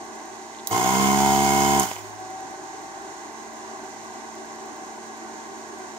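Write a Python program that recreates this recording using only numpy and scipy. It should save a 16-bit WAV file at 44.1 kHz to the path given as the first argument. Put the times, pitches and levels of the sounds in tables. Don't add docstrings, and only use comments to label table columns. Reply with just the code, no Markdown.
import sys
import numpy as np
from scipy import signal
from scipy.fft import rfft, irfft, next_fast_len
from scipy.io import wavfile
from scipy.ndimage import uniform_filter1d

SR = 44100
rng = np.random.default_rng(int(sys.argv[2]) if len(sys.argv) > 2 else 0)


def store_pcm(level_fs):
    pcm = np.round(np.clip(level_fs, -1, 1) * 32767).astype(np.int16)
    wavfile.write(sys.argv[1], SR, np.atleast_2d(pcm).T)


N = 263718

# multiple of the fan speed, level in dB before the case resonances.
FAN_ORDERS = [(.5, -69), (1, -68), (2, -72), (3, -66), (4, -69), (6, -62), (7, -57), (8, -58)]
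# centre in Hz, width in Hz, lift in dB.
CASE_MODES = [(104, 11, 18), (227, 6, 23), (453, 12, 14), (760, 40, 22), (786, 12, 5), (845, 30, 9),
              (890, 25, 8)]
# frequency in Hz, relative density in dB per Hz.
DRAUGHT_LOW = [(30, -31), (103, -25.5), (194, -17), (255, -13.5), (330, -4.5), (430, -11), (490, -22.5),
               (570, -19.5), (610, -8), (720, -10), (1120, -5.5), (1260, -21), (1420, -17), (1800, -20.5)]
# frequency in Hz, relative density in dB per Hz.
DRAUGHT_HIGH = [(1800, -21.5), (2280, -22.5), (3410, -27.5), (4310, -25), (4770, -28.5), (6600, -18),
                (7500, -24), (8000, -27), (9770, -37.5), (16000, -52)]
# centre in Hz, width in Hz, lift in dB.
DRAUGHT_MODES = [(382.3, 33, 8), (757.3, 30.4, 10.5), (1584, 110, 9), (2025, 120, 9.5), (3840, 17, 6.5)]

TICK_GAPS = [.56, 2.61, 2.71, 3.23, 3.64, 3.74, 4.15, 4.25, 5.27, 5.89]
# start in seconds, peak level in dB.
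STRAY_TICKS = [(3.893, -36), (4.139, -33)]
# frequency in Hz, mean level in dB.
WHINES = [(8640, -62), (8980, -61.5)]

# start in seconds, peak in dB ahead of the ports, ring t60 in seconds.
CREAKS = [(.548, -36, .01), (.587, -35, .01), (.596, -34, 0.0091), (.601, -38, .01)]
# start in seconds, peak in dB ahead of the ports, ring t60 in seconds.
PRESSES = [(.672, -9.5, 0.025)]
# frequency in Hz, relative level in dB.
PRESS_SPECTRUM = [(1500, -19), (3000, -20.5), (3800, -2.5), (5000, -8), (6300, 1.5), (8000, -6), (11500, 2),
                  (15000, -2)]
# start in seconds, peak in dB ahead of the ports, ring t60 in seconds.
RELEASES = [(1.797, -5, 0.033), (1.8315, -10.5, 0.021)]
# frequency in Hz, relative level in dB.
RELEASE_SPECTRUM = [(4000, -19), (5500, -4), (6500, 4), (9000, -4), (12000, -2), (15000, -8.5)]

# frequency in Hz, relative level in dB.
BODY = [(40, -30), (70, -15.5), (140, -7.5), (210, -9.5), (280, -4.5), (420, -4.5), (490, -37.5),
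        (560, -26.5), (640, -12.5), (700, -10), (850, -16.5), (1000, -12.5), (1160, -17.5), (1400, -17.5),
        (3600, -39.5)]
# centre in Hz, width in Hz, lift in dB.
BODY_MODES = [(105.3, 27, 17.5), (201.6, 22, 15.5), (358, 11.4, 7.5), (458.5, 4.3, 23.5), (695, 18, 3),
              (763, 63, 20), (896.4, 23, 14.5), (972, 23.6, 15.5), (1065, 15, 19), (1450, 220, 4),
              (2164, 72, 20), (3100, 90, 18.5)]
# frequency in Hz, relative level in dB.
CRANK = [(200, -29), (330, -48), (430, -23), (520, -40.5), (650, -26), (740, -27), (860, -40.5),
         (980, -8.5), (1080, -6), (1150, -25.5), (1400, -42.5)]
# centre in Hz, width in Hz, lift in dB.
CRANK_MODES = [(388, 16, 13), (464.6, 18, 17), (833, 20, -1), (948, 12, 17), (986, 10, 4)]
# time in seconds, gain in dB.
CRANK_LEVEL = [(.74, 7), (.84, 3), (.94, 6), (1.12, 6), (1.165, -2), (1.45, -2), (1.79, 3), (1.88, 2),
               (1.95, -13)]
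# frequency in Hz, relative density in dB per Hz.
AIR = [(150, -12), (400, -4), (520, -17), (750, 1.5), (1100, -5), (1250, -1), (1490, -6.5), (1700, -10),
       (2400, -11.5), (3990, -16), (6750, -9.5), (10200, -17.5), (13000, -19), (16000, -17)]
# centre in Hz, width in Hz, lift in dB.
AIR_MODES = [(2115, 96, 14.5), (3057, 78, 13), (3400, 150, 7.5), (4940, 180, 4), (6560, 310, 6.5),
             (7100, 400, 4)]
# start in seconds, level in dB ahead of the ports.
KNOCKS = [(1.9143, -13), (1.9645, -18), (1.991, -26)]

# frequency in Hz, left minus right in dB, left lead in radians, room share in dB.
PORTS = [(65, -11, 1, -24), (141, -6, 1.5, -25), (222, -6, 0.66, -50), (295, -3.5, 0.53, -52),
         (420, -0.5, 0.5, -38), (604, 2.5, -0.2, -8.5), (750, 1.5, 0.67, -21.5), (1100, 1.5, -1.5, -4),
         (1440, -5, -2.5, -2), (2720, -2.5, -5, -8.5), (4830, -9, -4.5, -9.5), (8160, -7, -4.5, -14),
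         (15000, -7.5, -4.5, -2)]
# frequency in Hz, share of power from 0 to 1.
APART = [(300, 0.14), (1000, 0.21), (2000, 0.66), (6000, 0.58), (15000, 0.7)]

FAN_HZ, FAN_SAG_HZ, FAN_SLOWS_S, FAN_RECOVERS_S = 113.3, 17, .3, .42
DRAUGHT_DB = -38.5
TICK_FIRST_S, TICK_EVERY_S = .0515, .102405
TICK_DB, TICK_SCATTER_DB = -36, 2
HISS_DB = -67.5
POWER_ON_S, FIRST_STROKE_S, FULL_RATE_HZ = .69, .712, 70.25
JUMP, CREEP = (6, .03), (13.5, .23)
POWER_OFF_S, RUN_DOWN_S = 1.803, 0.26
STROKE_DB, WEAK_START_DB, ATTACK_S, SETTLE_S = -20, 3.5, 0.029, 0.15
FALL_DB_PER_S, HISS_FALL_DB_PER_S = 166, 95
AIR_DB, AIR_SPLIT_HZ = -3.5, 1600
AIR_LOW_DB, AIR_LOW_START_DB, AIR_LOW_SETTLE_S = -10, 10, 0.65
ROOM_T60_S = 0.37
LOW_HZ, TOP_HZ = 45, 15680


def undb(db):
    return 10 ** (np.asarray(db) / 20)


def unit(x):
    return x / np.sqrt(np.mean(x ** 2))


def along(table, at, scale=lambda v: v):
    first, *columns = np.transpose(table)
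    return [np.interp(scale(at), scale(first), c) for c in columns]


def peaks_db(hz, modes):
    return sum(db / (1 + (2 * (hz - f) / width) ** 2) for f, width, db in modes)


def colour(x, points, modes=(), size=8192):
    hz = np.arange(size // 2 + 1) * SR / size + 1
    below = (points[0][0] / 2, points[0][1] - 30)
    above = (points[-1][0] * 2, points[-1][1] - 40)
    level_db = along([below] + list(points) + [above], hz, np.log)[0] + peaks_db(hz, modes)
    ceps = irfft(level_db * np.log(10) / 20)
    ceps[1:size // 2] *= 2
    ceps[size // 2 + 1:] = 0
    response = irfft(np.exp(rfft(ceps)))
    response = response.reshape((1,) * (x.ndim - 1) + (-1,))
    return signal.fftconvolve(x, response, axes=-1)[..., :N]


def walk(rate):
    k = int(SR / rate)
    steps = np.repeat(rng.standard_normal(N // k + 1), k)
    return 0.98 * uniform_filter1d(uniform_filter1d(steps, k), k)[:N]


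def pulses(turns, jitter, scatter_db):
    whole = np.arange(1, int(turns[-1]))
    chance = rng.standard_normal((len(whole), 2))
    place = np.interp(whole + jitter * chance[:, 0], turns, np.arange(N))
    size = undb(scatter_db * chance[:, 1])
    i = place.astype(int)
    out = np.zeros(N + 1)
    np.add.at(out, i, size * (1 - place + i))
    np.add.at(out, i + 1, size * (place - i))
    return out[:N]


def bursts(events, points):
    out, t = np.zeros(N), np.arange(SR // 10) / SR
    for s, db, t60 in events:
        shape = undb(-60 * t / .003) + .45 * undb(-60 * t / t60)
        burst = colour(rng.standard_normal(len(t)) * shape, points, size=512)[:len(t)]
        i = int(s * SR)
        out[i:i + len(t)] += undb(db) * burst / np.abs(burst).max()
    return out


def noise_pair():
    both, left, right = rfft(rng.standard_normal((3, N)))
    hz = np.arange(len(both)) * SR / N + 1
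    share = np.clip(along(APART, hz, np.log)[0], 0, 1)
    return irfft(np.sqrt(1 - share) * both + np.sqrt(share) * np.array([left, right]), N)


def fan(t):
    loaded = np.clip(t, POWER_ON_S, POWER_OFF_S) - POWER_ON_S
    off = np.maximum(t - POWER_OFF_S, 0)
    sag_hz = FAN_SAG_HZ * (1 - np.exp(-loaded / FAN_SLOWS_S)) * np.exp(-off / FAN_RECOVERS_S)
    hz = FAN_HZ - sag_hz + 0.16 * walk(3.05)
    turns = np.cumsum(hz) / SR
    hum = np.zeros(N)
    for k, db in FAN_ORDERS:
        line_db = db + peaks_db(k * hz, CASE_MODES) + 1.3 * walk(4)
        hum += undb(line_db) * np.sin(2 * np.pi * k * turns)
    low = colour(noise_pair() * undb(1.05 * walk(6.78)), DRAUGHT_LOW, DRAUGHT_MODES)
    high = colour(noise_pair() * undb(.6 * walk(25)), DRAUGHT_HIGH, DRAUGHT_MODES)
    return hum + undb(DRAUGHT_DB) * unit(low + high)


def electronics(t):
    beat = np.arange(TICK_FIRST_S, t[-1] - .1, TICK_EVERY_S)
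    beat_db = TICK_DB + TICK_SCATTER_DB * rng.standard_normal(len(beat))
    heard = np.abs(beat[:, None] - np.array(TICK_GAPS)).min(axis=1) > TICK_EVERY_S / 2
    events = list(zip(beat[heard], beat_db[heard])) + list(STRAY_TICKS)
    ticks = bursts([(s, db, .008) for s, db in events], [(6000, -5), (9000, -6), (15000, -8)])
    whines = sum(undb(db + 2 * walk(4.6)) * np.sin(2 * np.pi * hz * t) for hz, db in WHINES)
    hiss = unit(colour(rng.standard_normal(N), [(8000, -22), (14000, 4), (15500, 3)]))
    return ticks + whines + undb(HISS_DB) * hiss


def trigger_creaks():
    return bursts(CREAKS, [(2500, -12), (3500, 2), (4800, -11)])


def trigger_press():
    return bursts(PRESSES, PRESS_SPECTRUM)


def pump_strokes(turns, hz):
    strokes = colour(-pulses(turns, .0012, .3), BODY, BODY_MODES)
    bass = signal.sosfiltfilt(signal.butter(2, 260, fs=SR, output="sos"), strokes)
    return strokes + bass * ((hz / 70) ** 4 - 1)


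def pump_crank(turns, t):
    one_way = pulses(turns / 2 + .01, .0006, .4)
    other_way = pulses(turns / 2 + .51, .0006, .4)
    return undb(along(CRANK_LEVEL, t)[0]) * colour(one_way - other_way, CRANK, CRANK_MODES)


def pump_air(turns):
    puffs = 1 + 0.2 * np.cos(2 * np.pi * turns)
    puffs += 0.085 * np.cos(4 * np.pi * turns + 0.63)
    puffs += 0.16 * np.cos(8 * np.pi * turns)
    return unit(colour(noise_pair() * puffs * undb(0.74 * walk(39.2)), AIR, AIR_MODES))


def pump(t):
    on, off = np.maximum(t - POWER_ON_S, 0), np.maximum(t - POWER_OFF_S, 0)
    hz = FULL_RATE_HZ - sum(lack * np.exp(-on / tau) for lack, tau in (JUMP, CREEP))
    hz = hz * np.exp(-off / RUN_DOWN_S)
    turns = np.cumsum(hz) / SR
    turns = turns + 1 - np.interp(FIRST_STROKE_S, t, turns) % 1

    strokes = pump_strokes(turns, hz)
    running = (t > POWER_ON_S) & (t < POWER_OFF_S)
    body = (strokes + pump_crank(turns, t)) / np.std(strokes[running])
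    air = undb(AIR_DB) * pump_air(turns)
    low_air = signal.sosfiltfilt(signal.butter(2, AIR_SPLIT_HZ, fs=SR, output="sos"), air)
    low_air_db = AIR_LOW_DB + AIR_LOW_START_DB * np.exp(-on / AIR_LOW_SETTLE_S)
    rumble = undb(-FALL_DB_PER_S * off) * (body + undb(low_air_db) * low_air)
    hiss = undb(-HISS_FALL_DB_PER_S * off) * (air - low_air)
    level = np.minimum(on / ATTACK_S, 1) ** 2 * undb(STROKE_DB - WEAK_START_DB * np.exp(-on / SETTLE_S))
    return level * (rumble + hiss)


def trigger_release():
    return bursts(RELEASES, RELEASE_SPECTRUM)


def knocks():
    out, t = np.zeros(N), np.arange(SR // 20) / SR
    thud = np.sin(2 * np.pi * 900 * t) * np.minimum(t / .0008, 1) * undb(-60 * t / .009)
    snap = .9 * np.sin(2 * np.pi * 2300 * t) * undb(-60 * t / .003)
    for s, db in KNOCKS:
        i = int(s * SR)
        out[i:i + len(t)] += undb(db) * (thud + snap)
    return out


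def ports(x):
    size = next_fast_len(N + SR)
    hz = np.arange(size // 2 + 1) * SR / size + 1
    pan_db, lead, room_db = along(PORTS, hz, np.log)
    t = np.arange(SR // 2) / SR
    tails = rng.standard_normal((2, len(t))) * undb(-60 * t / ROOM_T60_S) * (t > .003)
    tails = rfft(tails / np.sqrt(np.sum(tails ** 2, axis=1, keepdims=True)), size)
    side = np.array([[.5], [-.5]])
    direct_and_room = np.exp(1j * side * lead) + undb(room_db) * tails
    gain = undb(side * pan_db) * direct_and_room / np.sqrt(1 + undb(2 * room_db))
    return irfft(rfft(x, size) * gain, size)[:, :N]


def scene():
    t = np.arange(N) / SR
    trigger = trigger_creaks() + trigger_press() + trigger_release()
    gun = trigger + pump(t) + knocks()
    out = ports(fan(t) + gun)
    out[0] += electronics(t)
    return out


def record(dry):
    thin = signal.sosfilt(signal.butter(4, LOW_HZ, "high", fs=SR, output="sos"), dry)
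    return signal.sosfilt(signal.ellip(14, .2, 80, TOP_HZ, fs=SR, output="sos"), thin)


dry = scene()
out = record(dry)
store_pcm(out)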